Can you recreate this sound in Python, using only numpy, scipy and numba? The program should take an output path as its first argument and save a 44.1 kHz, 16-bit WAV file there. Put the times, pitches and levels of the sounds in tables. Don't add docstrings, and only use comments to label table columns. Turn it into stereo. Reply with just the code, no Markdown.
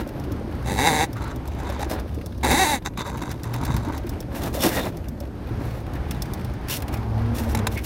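import sys
import numpy as np
from scipy import signal
from scipy.fft import rfft, irfft, next_fast_len
from scipy.io import wavfile
from scipy.ndimage import uniform_filter1d
from numba import njit

SR = 44100
rng = np.random.default_rng(int(sys.argv[2]) if len(sys.argv) > 2 else 0)


def wav_record(signal):
    frames = np.transpose(np.atleast_2d(signal))
    bounded = np.clip(frames, -1, 1)
    quanta = np.round(bounded * 32767).astype(np.int16)
    wavfile.write(sys.argv[1], SR, quanta)


def invert_db(level):
    return 10 ** (np.asarray(level, dtype=float) / 20)


N = 346273
T = np.arange(N) / SR


def unit(x):
    return x / np.sqrt(np.mean(x ** 2))


def through(x, response):
    size = next_fast_len(N + SR // 4)
    hz = np.arange(1, size // 2 + 2) * SR / size
    return unit(irfft(rfft(x, size) * response(hz), size)[..., :N])


def curve(f, shape):
    hz, value = np.transpose(shape)
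    return np.interp(np.log(f), np.log(hz), value)


def colour(x, shape):
    return through(x, lambda f: invert_db(curve(f, shape)))


def mode(f, hz, width):
    return 1j * f * width / (hz ** 2 - f ** 2 + 1j * f * width)


def steep_modes(f, *rows):
    return sum(gain * mode(f, hz, width) ** 2 for gain, hz, width in rows)


@njit
def svf(x, hz, width):
    y, b, l = np.empty(len(x)), 0., 0.
    g, k = np.tan(np.pi * hz / SR), width / hz
    for i in range(len(x)):
        v = (b + g * (x[i] + 1e-18 - l)) / (1 + g * (g + k))
        b, l, y[i] = 2 * v - b, l + 2 * g * v, k * v
    return y


def noise():
    return rng.standard_normal(N)


def pair(own):
    return unit(noise() + own * rng.standard_normal((2, N)))


def walk(rate):
    k = int(SR / rate)
    held = np.repeat(rng.standard_normal(N // k + 1), k)
    return 1.3 * uniform_filter1d(uniform_filter1d(held, k), k)[:N]


def grit(rate, spread_db):
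    size = np.minimum(rng.exponential(size=N), 2.5)
    return unit((rng.random(N) < rate / SR) * invert_db(spread_db * size))


def tone(hz, db, waver, swing_db):
    phase = np.cumsum(hz * (1 + waver * walk(22))) / SR
    return np.sqrt(2) * np.sin(2 * np.pi * phase) * invert_db(db + swing_db * walk(15))


def pings(events, rise_s, t60):
    out = np.zeros(N + SR)
    t = T[:SR // 5]
    for s, db, hz in events:
        start = int(s * SR)
        decay = invert_db(db - 60 * t / t60)
        out[start:start + len(t)] += decay * np.sin(2 * np.pi * hz * t) * np.minimum(t / rise_s, 1)
    return out[:N]


def bursts(times, dbs, hold_s, t60, rise_s):
    out = np.zeros(N + SR)
    t = T[:SR // 8]
    shape = np.minimum(t / rise_s, 1) * invert_db(-60 * np.maximum(t - hold_s, 0) / t60)
    for s, db in zip(times, dbs):
        start = int(s * SR)
        out[start:start + len(t)] += invert_db(db) * shape
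    return out[:N]


def strokes(times, lengths, first_db, last_db):
    grip_db_per_s, let_go_db_per_s = 923, 634
    out = np.zeros(N)
    for s, length, a, b in zip(times, lengths, first_db, last_db):
        span = slice(max(int((s - .1) * SR), 0), int((s + length + .1) * SR))
        t = T[span] - s
        edges = grip_db_per_s * np.maximum(-t, 0) + let_go_db_per_s * np.maximum(t - length, 0)
        out[span] += invert_db(np.interp(t, [0, max(length, 1 / SR)], [a, b]) - edges)
    return out


def place(x, pan_db, lag, wet_db, reach_s):
    x = x * np.ones((2, 1)) * invert_db(np.array([[.5], [-.5]]) * pan_db)
    t = T[:int(.06 * SR)]
    echoes = rng.standard_normal((2, len(t))) * np.exp(-t / reach_s) * (t > .0006)
    echoes *= invert_db(wet_db) / np.sqrt(np.sum(echoes ** 2, axis=1, keepdims=True))
    echoes[0, lag] += 1
    echoes[1, 0] += 1
    return signal.fftconvolve(x, echoes, axes=1)[:, :N] / np.sqrt(1 + invert_db(2 * wet_db))


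# time_s, drum_shake_db, motor_load_db
MACHINE_LOAD = [(0.0, -32.5, -48), (0.83, -27.5, -26.5), (0.89, -48, -43), (1.16, -37, -28),
                (2.21, -27.5, -51), (2.51, -28, -32), (2.64, -62, -43), (3.8, -26, -27), (3.98, -30.5, -41),
                (4.94, -36, -32), (5.14, -43, -62), (5.53, -32.5, -28.5), (6.34, -28.5, -37),
                (6.45, -28, -26), (6.58, -30, -34.5), (7.17, -29, -34), (7.5, -22.5, -30.5),
                (7.8, -30, -35)]
# time_s, firing_hz, firing_db, exhaust_hz, exhaust_db
PASSING_ENGINE = [
    (6.75, 113.2, -38, 205.4, -58),
    (6.9, 110.5, -35, 210.1, -46),
    (7.18, 109.7, -26.5, 227.9, -37.5),
    (7.299, 108.8, -28.5, 235, -34.5),
    (7.37, 99, -41, 238, -36),
    (7.44, 98, -36, 227.3, -30),
    (7.52, 101.8, -32, 225.3, -39.5),
    (7.62, 101.1, -26, 219.2, -31),
    (7.85, 97.6, -44, 221, -51),
]


def machine():
    s, *levels = np.transpose(MACHINE_LOAD)
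    frame_db, mains_db = (np.interp(T, s, db) for db in levels)
    out = tone(69., frame_db - 11, waver=.05, swing_db=3.5)
    out = out + tone(120., mains_db - 9, waver=.04, swing_db=4.0)
    out = out + unit(svf(noise(), 66.1, 14.0)) * invert_db(frame_db - 3.0)
    out = out + unit(svf(noise(), 117.7, 14.6)) * invert_db(mains_db - 4.0)
    s, firing_hz, firing_db, exhaust_hz, exhaust_db = np.transpose(PASSING_ENGINE)
    for hz, db in ((firing_hz, firing_db), (exhaust_hz, exhaust_db)):
        out = out + tone(np.interp(T, s, hz), np.interp(T, s, db, left=-200), waver=.013, swing_db=2.)
    overtone_db = np.interp(T, s, exhaust_db, left=-200) - 8.0
    return out + tone(2 * np.interp(T, s, exhaust_hz), overtone_db, waver=.05, swing_db=4.0)


# freq_hz, density_db (per Hz)
YARD_TONE = [(12, -39), (20, -18.5), (71, 0.5), (94, -5), (156, -11.5), (314, -11), (404, -21),
             (566, -22.5), (652, -22), (1320, -38.5), (1430, -34.5), (2440, -42.5), (7730, -59),
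             (15200, -46.5), (16500, -65)]
# freq_hz, likeness (1 = same left and right)
YARD_LIKENESS = [(60, 1), (130, 1), (290, 0.79), (640, 0.13), (1410, 0.0081), (3100, -0.086), (6820, 0.88),
                 (15000, -0.14)]
# time_s, swell_db
YARD_SWELL = [(0, 9.5), (.6, 8.5), (1.5, 9), (1.8, 16.5), (2.2, 0.5), (2.9, -2.5), (3.7, 12), (4.2, 8),
              (5.1, 3.5), (5.6, 10.5), (6.3, 11.5), (7, 12), (7.55, 16), (7.85, 9)]
RUMBLE_SHARE = 0.28


def yard():
    street_db = np.interp(T, *np.transpose(YARD_SWELL))
    rumble_db = RUMBLE_SHARE * street_db
    out, flutter = 0, walk(14)
    for hz in 24 * 2 ** np.arange(0, 9.5, .5):
        mid, side = (unit(svf(svf(noise(), hz, hz / 2), hz, hz / 2)) for _ in range(2))
        like = np.clip(-.12 + curve(hz, YARD_LIKENESS), -.9, .99)
        if hz < 650:
            swell_db = rumble_db * min(hz / 300, 1)
        else:
            swell_db = street_db * np.clip(1.2 - hz / 9000, 0, 1)
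        band_db = curve(hz, YARD_TONE) + 10 * np.log10(hz)
        band = np.sqrt(1 + like) * mid + np.sqrt(1 - like) * side * np.array([[1], [-1]])
        out = out + invert_db(band_db + swell_db + 1.72 * walk(8.2) + 1.7 * flutter) * band
    return out * invert_db(-58.5)


# start_s, length_s, hiss_db, body_db
SCUFF_STROKES = [(0, 0.0096, -44.5, -34), (1.908, 0.025, -35, -36), (1.938, 0.062, -75, -42),
                 (4.321, 0.007, -52, -40), (4.355, 0.0051, -39.5, -35), (4.374, 0.029, -47.5, -46.5),
                 (4.42, 0.06, -39.5, -37), (4.549, 0.021, -32.5, -35), (4.606, 0.032, -31.5, -31.5),
                 (4.642, 0.027, -26, -28.5), (4.674, 0.058, -35, -32.5), (4.749, 0.026, -32, -32),
                 (4.779, 0.095, -40, -33.5), (5.606, 0.2, -53, -46.5), (6.709, 0.034, -28.5, -48),
                 (6.759, .01, -36, -59), (6.934, 0.0077, -46, -46), (6.976, .003, -58, -50),
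                 (7.359, 0.019, -40, -52), (7.393, .008, -38, -39), (7.426, .02, -45, -58),
                 (7.495, 0.02, -41.5, -49), (7.721, 0.03, -43, -43), (7.784, 0.026, -59, -60),
                 (7.845, .01, -34.5, -56)]
# freq_hz, density_db (per Hz)
HISS_TONE = [(1470, -9), (2500, -2), (3550, -1), (4910, -2), (5390, 1.5), (7890, -1.5), (13400, -3),
             (16000, -7)]
# freq_hz, density_db (per Hz)
SCRAPE_TONE = [(88, -55), (150, -8.5), (328, 1), (382, -10), (531, -4.5), (689, -8), (1430, -16.5),
               (1850, -18.5), (3170, -28), (4000, -24), (5200, -35), (8800, -120)]


def scuffs():
    s, length, hiss_db, body_db = np.transpose(SCUFF_STROKES)
    hiss = colour(grit(4000, spread_db=0.5) * pair(own=0.97), HISS_TONE)
    hiss = hiss * strokes(s, length, hiss_db, hiss_db) * invert_db(3.0 + 2.07 * walk(110))
    body = colour(grit(3000, spread_db=2.0) * pair(own=0.74), SCRAPE_TONE)
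    body = body * strokes(s, length, body_db, body_db) * invert_db(7.0 + 2.0 * walk(60))
    return hiss + body


# start_s, peak_db, pitch_hz
DRUM_KNOCKS = [(0.309, -23, 305), (0.385, -22, 200), (0.442, -20, 220), (0.923, -14, 283),
               (1.092, -21, 298), (1.863, -17.5, 298), (2.173, -22.5, 307), (2.405, -28, 298.4),
               (2.441, -31, 246.6), (2.738, -18.5, 234), (2.982, -18, 189), (3.215, -24, 317),
               (3.408, -25, 298), (3.632, -17, 246), (3.689, -25, 251), (3.876, -16.5, 313),
               (4.043, -18, 342), (4.432, -20, 290), (4.603, -18, 275), (4.623, -24, 288),
               (4.643, -14, 290), (4.655, -21, 388), (4.695, -21, 310), (4.899, -28, 285),
               (.002, -19.5, 248), (.012, -19, 320), (.198, -25, 320), (.272, -23, 350), (.475, -22, 350),
               (.55, -22, 262), (2.512, -11.5, 242), (2.537, -11.5, 269), (3.7, -15, 140),
               (3.745, -11.5, 140), (4.666, -9, 331), (4.753, -18, 250), (5.084, -30, 231),
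               (5.119, -22, 249), (5.288, -26, 288), (5.509, -21.5, 330), (5.589, -23, 261),
               (5.951, -20.5, 304), (6.282, -21.5, 327), (7.316, -22, 229), (7.585, -22, 216.3)]
# start_s, peak_db
DRUM_CLUNKS = [(0.067, -23.5), (.004, -25), (.095, -26), (.19, -27), (.21, -31), (.31, -26.5), (.54, -30),
               (.585, -30), (4.575, -16.5), (7.53, -23.5), (0.411, -20.5), (.636, -30), (.908, -21),
               (1.697, -17), (1.793, -17.5), (1.907, -21.5), (2.06, -20.5), (2.177, -22.5), (2.24, -23.5),
               (2.473, -38), (2.519, -15), (2.713, -31), (3.069, -24.5), (3.724, -28), (4.208, -23.5),
               (4.328, -33), (4.549, -12.5), (5.21, -21.5), (7.47, -21.5), (7.55, -23), (7.6, -23),
               (7.67, -26)]


def knocks():
    rumble_db = RUMBLE_SHARE * np.interp(T, *np.transpose(YARD_SWELL))
    clunks = [(s, db, 532 + 20 * rng.standard_normal()) for s, db in DRUM_CLUNKS]
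    lumps = grit(150, spread_db=2.3) * noise() * invert_db(.6 * rumble_db)
    shell = through(lumps, lambda f: steep_modes(f, (1, 292, 153), (0.86, 509, 106), (0.5, 404, 55)))
    low_rings = pings(DRUM_KNOCKS, rise_s=0.0031, t60=0.062) * invert_db(0.5)
    upper_rings = pings(clunks, rise_s=0.0019, t60=0.066) * invert_db(1.0)
    return low_rings + upper_rings + shell * invert_db(-39.5)


# start_s, peak_db, low_part_db
TURN_TICKS = [(.074, -35.5, -56.5), (.1974, -35, -51), (0.319, -31.5, -65), (1.13, -31, -48),
              (1.359, -34, -53), (1.4756, -32, -48), (1.5873, -40, -43), (1.698, -30.5, -28),
              (1.794, -35, -29), (2.145, -37, -68), (2.26, -27, -38), (2.3775, -40, -63),
              (3.313, -26.5, -31.5), (3.433, -26, -37), (3.5378, -24.5, -23.5), (3.6504, -21, -26),
              (3.764, -23.5, -24), (3.977, -28, -31), (4.0924, -25, -50), (4.2034, -26, -42),
              (4.434, -22.5, -25), (4.97, -33, -44), (5.084, -30, -46), (5.2022, -30.5, -39),
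              (6.109, -20, -23), (6.2206, -17.5, -33), (6.335, -23.5, -43), (6.446, -30.5, -37),
              (6.5365, -39, -52)]
# start_s, peak_db
STRAY_SNAPS = [(.625, -41), (1.997, -32.5), (3.172, -33), (4.067, -33.5), (4.6024, -32), (5.934, -34.5),
               (5.953, -39), (6.145, -39), (6.411, -40), (6.684, -23), (6.7864, -45), (6.8205, -25.5),
               (6.88, -29.5), (6.697, -19.5), (6.723, -24), (6.738, -28), (6.802, -35), (6.926, -36),
               (6.939, -27.5), (6.9716, -36), (7.348, -31), (7.383, -24.5), (7.4347, -34), (7.725, -37),
               (7.775, -26.5), (7.789, -33), (7.8187, -43), (6.393, -41), (6.255, -38), (7.843, -30),
               (4.6206, -18), (.089, -37), (.6503, -50), (.672, -40), (.6777, -33), (.7132, -36),
               (.7501, -34), (.7745, -30), (.551, -44), (.396, -47), (.512, -46), (2.5126, -14.5),
               (4.542, -28.5), (1.897, -27), (1.548, -42), (1.815, -30), (3.22, -35)]
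# freq_hz, density_db (per Hz)
TICK_TONE = [(2060, -64), (3500, -10.5), (4750, -3), (5440, 0), (7010, -5), (11100, -6), (12700, -8),
             (14000, -5), (16500, -12)]
# pitch_hz, under_tap_db
CABLE_RINGS = [(5380, -4), (6200, -15), (3485, -11.5)]


def ticks():
    snaps = [(s, db, db - 0.5) for s, db in STRAY_SNAPS]
    s, db, low_db = np.transpose(TURN_TICKS + snaps)
    bright = colour(pair(own=1.0), TICK_TONE) + 0.18 * unit(svf(noise(), 5900.0, 300.))
    low = unit(svf(noise(), 1880.0, 2700.0))
    ring_events = [(at, peak_db + under_db, hz)
                   for at, peak_db, _ in TURN_TICKS for hz, under_db in CABLE_RINGS]
    rings = pings(ring_events, rise_s=0.0015, t60=0.026)
    stray_time, stray_level = rng.random((170, 2)).T
    faint = bursts(stray_time * T[-1], -64.0 + 10.0 * stray_level, hold_s=0.004, t60=0.03, rise_s=0.002)
    tap_gain = bursts(s, db - 5.5, hold_s=0.0022, t60=0.031, rise_s=0.00067) + faint
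    low_gain = bursts(s, low_db - 5.5, hold_s=0.0021, t60=0.046, rise_s=0.0035) + 3.37 * faint
    return bright * tap_gain + rings + low * low_gain


# pitch_hz, width_hz, level_db, left_minus_right_db
PIPE_MODES = [ (775, 130, 1.5, -2), (915, 170, -4, -2), (1070, 170, -9, -2), (1660, 260, -7.5, -2),
              (1930, 170, -6.5, -2), (2150, 300, -6, -2), (3570, 240, -13, -7), (3850, 230, -5.5, -8),
              (2700, 300, -17, 8), (4640, 490, -17.5, -9.5), (6200, 1100, -18, -11),
              (7560, 190, -18.5, -19), (9010, 210, -14, -2), (11100, 180, -25, -6), (12500, 360, -27, -4),
              (15600, 400, -24, 2), ]


def ring_pipe(x, widen):
    sides = np.array([[.5], [-.5]])

    def response(f):
        total = 0
        for k, (hz, width, db, pan_db) in enumerate(PIPE_MODES):
            total = total + (-1) ** k * invert_db(db + sides * pan_db) * mode(f, hz, widen * width) ** 2
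        return total

    return through(x * np.ones((2, 1)), response)


# time_s, coil_rate_hz, pressure_db
FIRST_PUSH = [
    (.64, 75, -55),
    (.665, 80, -34),
    (.72, 86, -27),
    (.772, 104, -30.5),
    (.79, 118, -24),
    (.875, 168, -21.5),
    (.928, 151, -22.5),
    (1.045, 160, -26),
    (1.07, 150, -55),
]
# time_s, coil_rate_hz, pressure_db
SECOND_PUSH = [
    (2.431, 110, -26),
    (2.49, 150, -22),
    (2.525, 236, -21),
    (2.603, 384, -22.5),
    (2.632, 378, -21),
    (2.662, 296, -22.5),
    (2.708, 304, -23.5),
    (2.757, 252, -25.5),
    (2.79, 230, -48),
]
# freq_hz, density_db (per Hz)
RASP_TONE = [(2000, -11), (3000, -17), (3840, -3), (5210, -13.5), (6190, -7.5), (12600, -16.5),
             (13400, -23), (14900, -22), (15600, -14)]


def pushes():
    s, hz = np.transpose(FIRST_PUSH + SECOND_PUSH)[:2]
    hz = np.interp(T, s, hz)
    pressure = 0
    for push in (FIRST_PUSH, SECOND_PUSH):
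        push_s, _, push_db = np.transpose(push)
        pressure = pressure + invert_db(np.interp(T, push_s, push_db, left=-200, right=-200))
    octaves = np.log2(hz / 150)
    unsteady = .014 + .09 * np.clip(-octaves, 0, 1)
    phase = np.cumsum(hz * (1 + unsteady * walk(90))) / SR
    coil = phase.astype(int)
    bumps = unit(np.diff(coil, prepend=0) * invert_db(1.5 * rng.standard_normal(N))[coil])
    gate = unit(np.exp(-(phase % 1) / .35) + .35)
    ring = ring_pipe(bumps + 0.48 * gate * pair(own=.7), widen=1.0) * invert_db(1.5 + 2.0 * walk(39.58))
    thrum = through(bumps + 0.53 * noise(), lambda f: steep_modes(
        f, (1, 346, 470), (0.72, 248, 95), (-0.62, 134, 140), (-.5, 572, 190)))
    rasp = colour(gate * pair(own=0.85), RASP_TONE)
    return pressure * (ring + thrum * invert_db(-1 - 4 * octaves) + rasp * invert_db(-3.5 + 2.5 * octaves))


# start_s, peak_db, loudest_ring_hz
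PIPE_SLAPS = [(0.661, -42, 910), (1.166, -31, 1250), (1.184, -40, 937), (1.22, -29, 960),
              (2.436, -23, 935.3), (2.974, -20, 1120), (3.065, -28, 910), (3.075, -27, 960),
              (3.098, -31, 980), (3.178, -29, 1120), (3.292, -29.5, 2050), (3.34, -36, 1010),
              (3.441, -28, 1860), (3.453, -33, 1100), (2.446, -11, 910), (2.851, -26, 950),
              (3.472, -39, 950), (3.517, -41, 1770), (3.613, -27, 990), (3.711, -33, 1100),
              (3.74, -24, 945), (3.948, -29, 1880), (7.548, -13, 870), (7.572, -19.5, 910),
              (7.589, -21, 920), (7.669, -10.5, 1000), (7.5495, -22, 2070), (7.6693, -21, 2180)]
# start_s, peak_db, loudest_ring_hz
LIGHT_TAPS = [(1.211, -31, 950), (1.241, -21, 918), (1.277, -26, 937), (1.363, -34, 860), (1.454, -26, 939),
              (1.483, -28, 964), (1.588, -30, 964), (1.602, -25, 958), (1.632, -25, 1050), (1.69, -24, 907),
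              (1.724, -21, 947), (1.805, -18, 829), (1.832, -26, 829), (2.991, -17, 1100),
              (3.045, -29, 950), (3.131, -30, 969), (3.221, -23, 945), (3.27, -29, 1090), (3.533, -25, 969),
              (3.561, -18, 942), (3.635, -15.5, 937), (3.678, -28, 842), (3.833, -29, 942),
              (3.848, -23, 945), (3.884, -23, 931), (3.923, -25, 1560)]


def slaps():
    hits = PIPE_SLAPS + [(s, db - 2.5, hz) for s, db, hz in LIGHT_TAPS]
    s, db, _ = np.transpose(hits)
    db = db - 4.9 * (np.arange(len(hits)) >= len(PIPE_SLAPS))
    body = ring_pipe(pair(own=1.0), widen=2.7) + .5 * colour(pair(own=0.18), HISS_TONE)
    chatter = body * bursts(s, db - 9.5, hold_s=0.0035, t60=0.023, rise_s=0.00039)
    return chatter + pings(hits, rise_s=0.00078, t60=0.029) * invert_db(-3.5)


# start_s, length_s, first_db, last_db, dull_above_ring_db
RIM_RUBS = [
    (1.166, 0.15, -61, -60, 17.5),
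    (1.496, 0.17, -73, -59, 16),
    (1.669, 0.098, -58, -54, 13),
    (1.795, 0.043, -55.5, -53.5, 8.5),
    (2.853, 0.0079, -60, -45, 21),
    (2.993, 0.026, -44, -47.5, 16),
    (3.066, 0.26, -53.5, -56.5, 13),
    (3.35, 0.083, -88, -69, 13),
    (3.46, 0.31, -60.5, -52.5, 15),
    (3.783, 0.19, -55.5, -52, 12.5),
]


def rubs():
    s, length, first_db, last_db, dull_db = np.transpose(RIM_RUBS)
    slips = grit(700, spread_db=2.0) * pair(own=0.81)
    soft = through(slips, lambda f: (
        1 - 0.54 * mode(f, 2220, 700) - 0.38 * mode(f, 3690, 370) - .5 * mode(f, 8900, 700)))
    ring = ring_pipe(soft, widen=1.26) + 0.27 * colour(slips, RASP_TONE)
    ring = ring * strokes(s, length, first_db, last_db) * invert_db(16.5 + 4.0 * walk(60))
    dull = through(slips, lambda f: steep_modes(
        f, (1, 994, 450), (2.2, 940, 154), (0.14, 1280, 380), (0.17, 3900, 900), (1.9, 180, 370)))
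    dull = dull * strokes(s, length, first_db + dull_db, last_db + dull_db)
    return ring + dull * invert_db(5.5 + 2.75 * walk(110))


# start_s, length_s, level_db, pitch_hz
SLIDE_SINGS = [(1.906, 0.026, -39, 5100), (2.989, 0.024, -34.5, 3750), (4.617, 0.054, -28.5, 5380),
               (4.755, 0.077, -39.5, 3640), (4.7, .09, -34, 1870), (4.602, .06, -37, 3470),
               (1.212, .08, -50, 4050), (1.66, .12, -50, 3650), (1.215, .11, -41, 1300),
               (1.166, .02, -36, 1300), (2.455, 0.014, -26.5, 790), (6.695, .02, -50, 6200),
               (6.714, 0.022, -34, 2930), (6.938, .01, -39.5, 2200), (7.775, 0.0051, -30.5, 2200),
               (8.5, 0.0032, -33, 2250), (8, 0.0044, -32.5, 2400), (5.955, 0.0048, -40, 1820),
               (6.148, .004, -46, 3840)]


def sings():
    out = 0
    for s, length, db, hz in SLIDE_SINGS:
        out = out + unit(svf(noise(), 1. * hz, 230.0)) * strokes([s], [length], [db], [db])
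    return out * invert_db(1.3 * walk(70))


def scene():
    hum = place(machine(), pan_db=-1., lag=9, wet_db=-10.0, reach_s=.015)
    drum = place(knocks(), pan_db=-3.0, lag=8, wet_db=-4.5, reach_s=0.0087)
    hands = place(scuffs() + ticks() + sings(), pan_db=-1., lag=3, wet_db=-12.0, reach_s=.006)
    pipe = place(pushes() + slaps() + rubs(), pan_db=-1.2, lag=4, wet_db=-13.0, reach_s=.006)
    return hum + yard() + drum + hands + pipe


def band_limit(x):
    return signal.sosfilt(signal.butter(12, 16670, fs=SR, output="sos"), x)


def record(dry):
    top_filter = signal.ellip(9, .5, 36, 15800, fs=SR, output="sos")
    dim = signal.sosfilt(top_filter, dry)
    return band_limit(dim)


dry = scene()
out = record(dry)
wav_record(out)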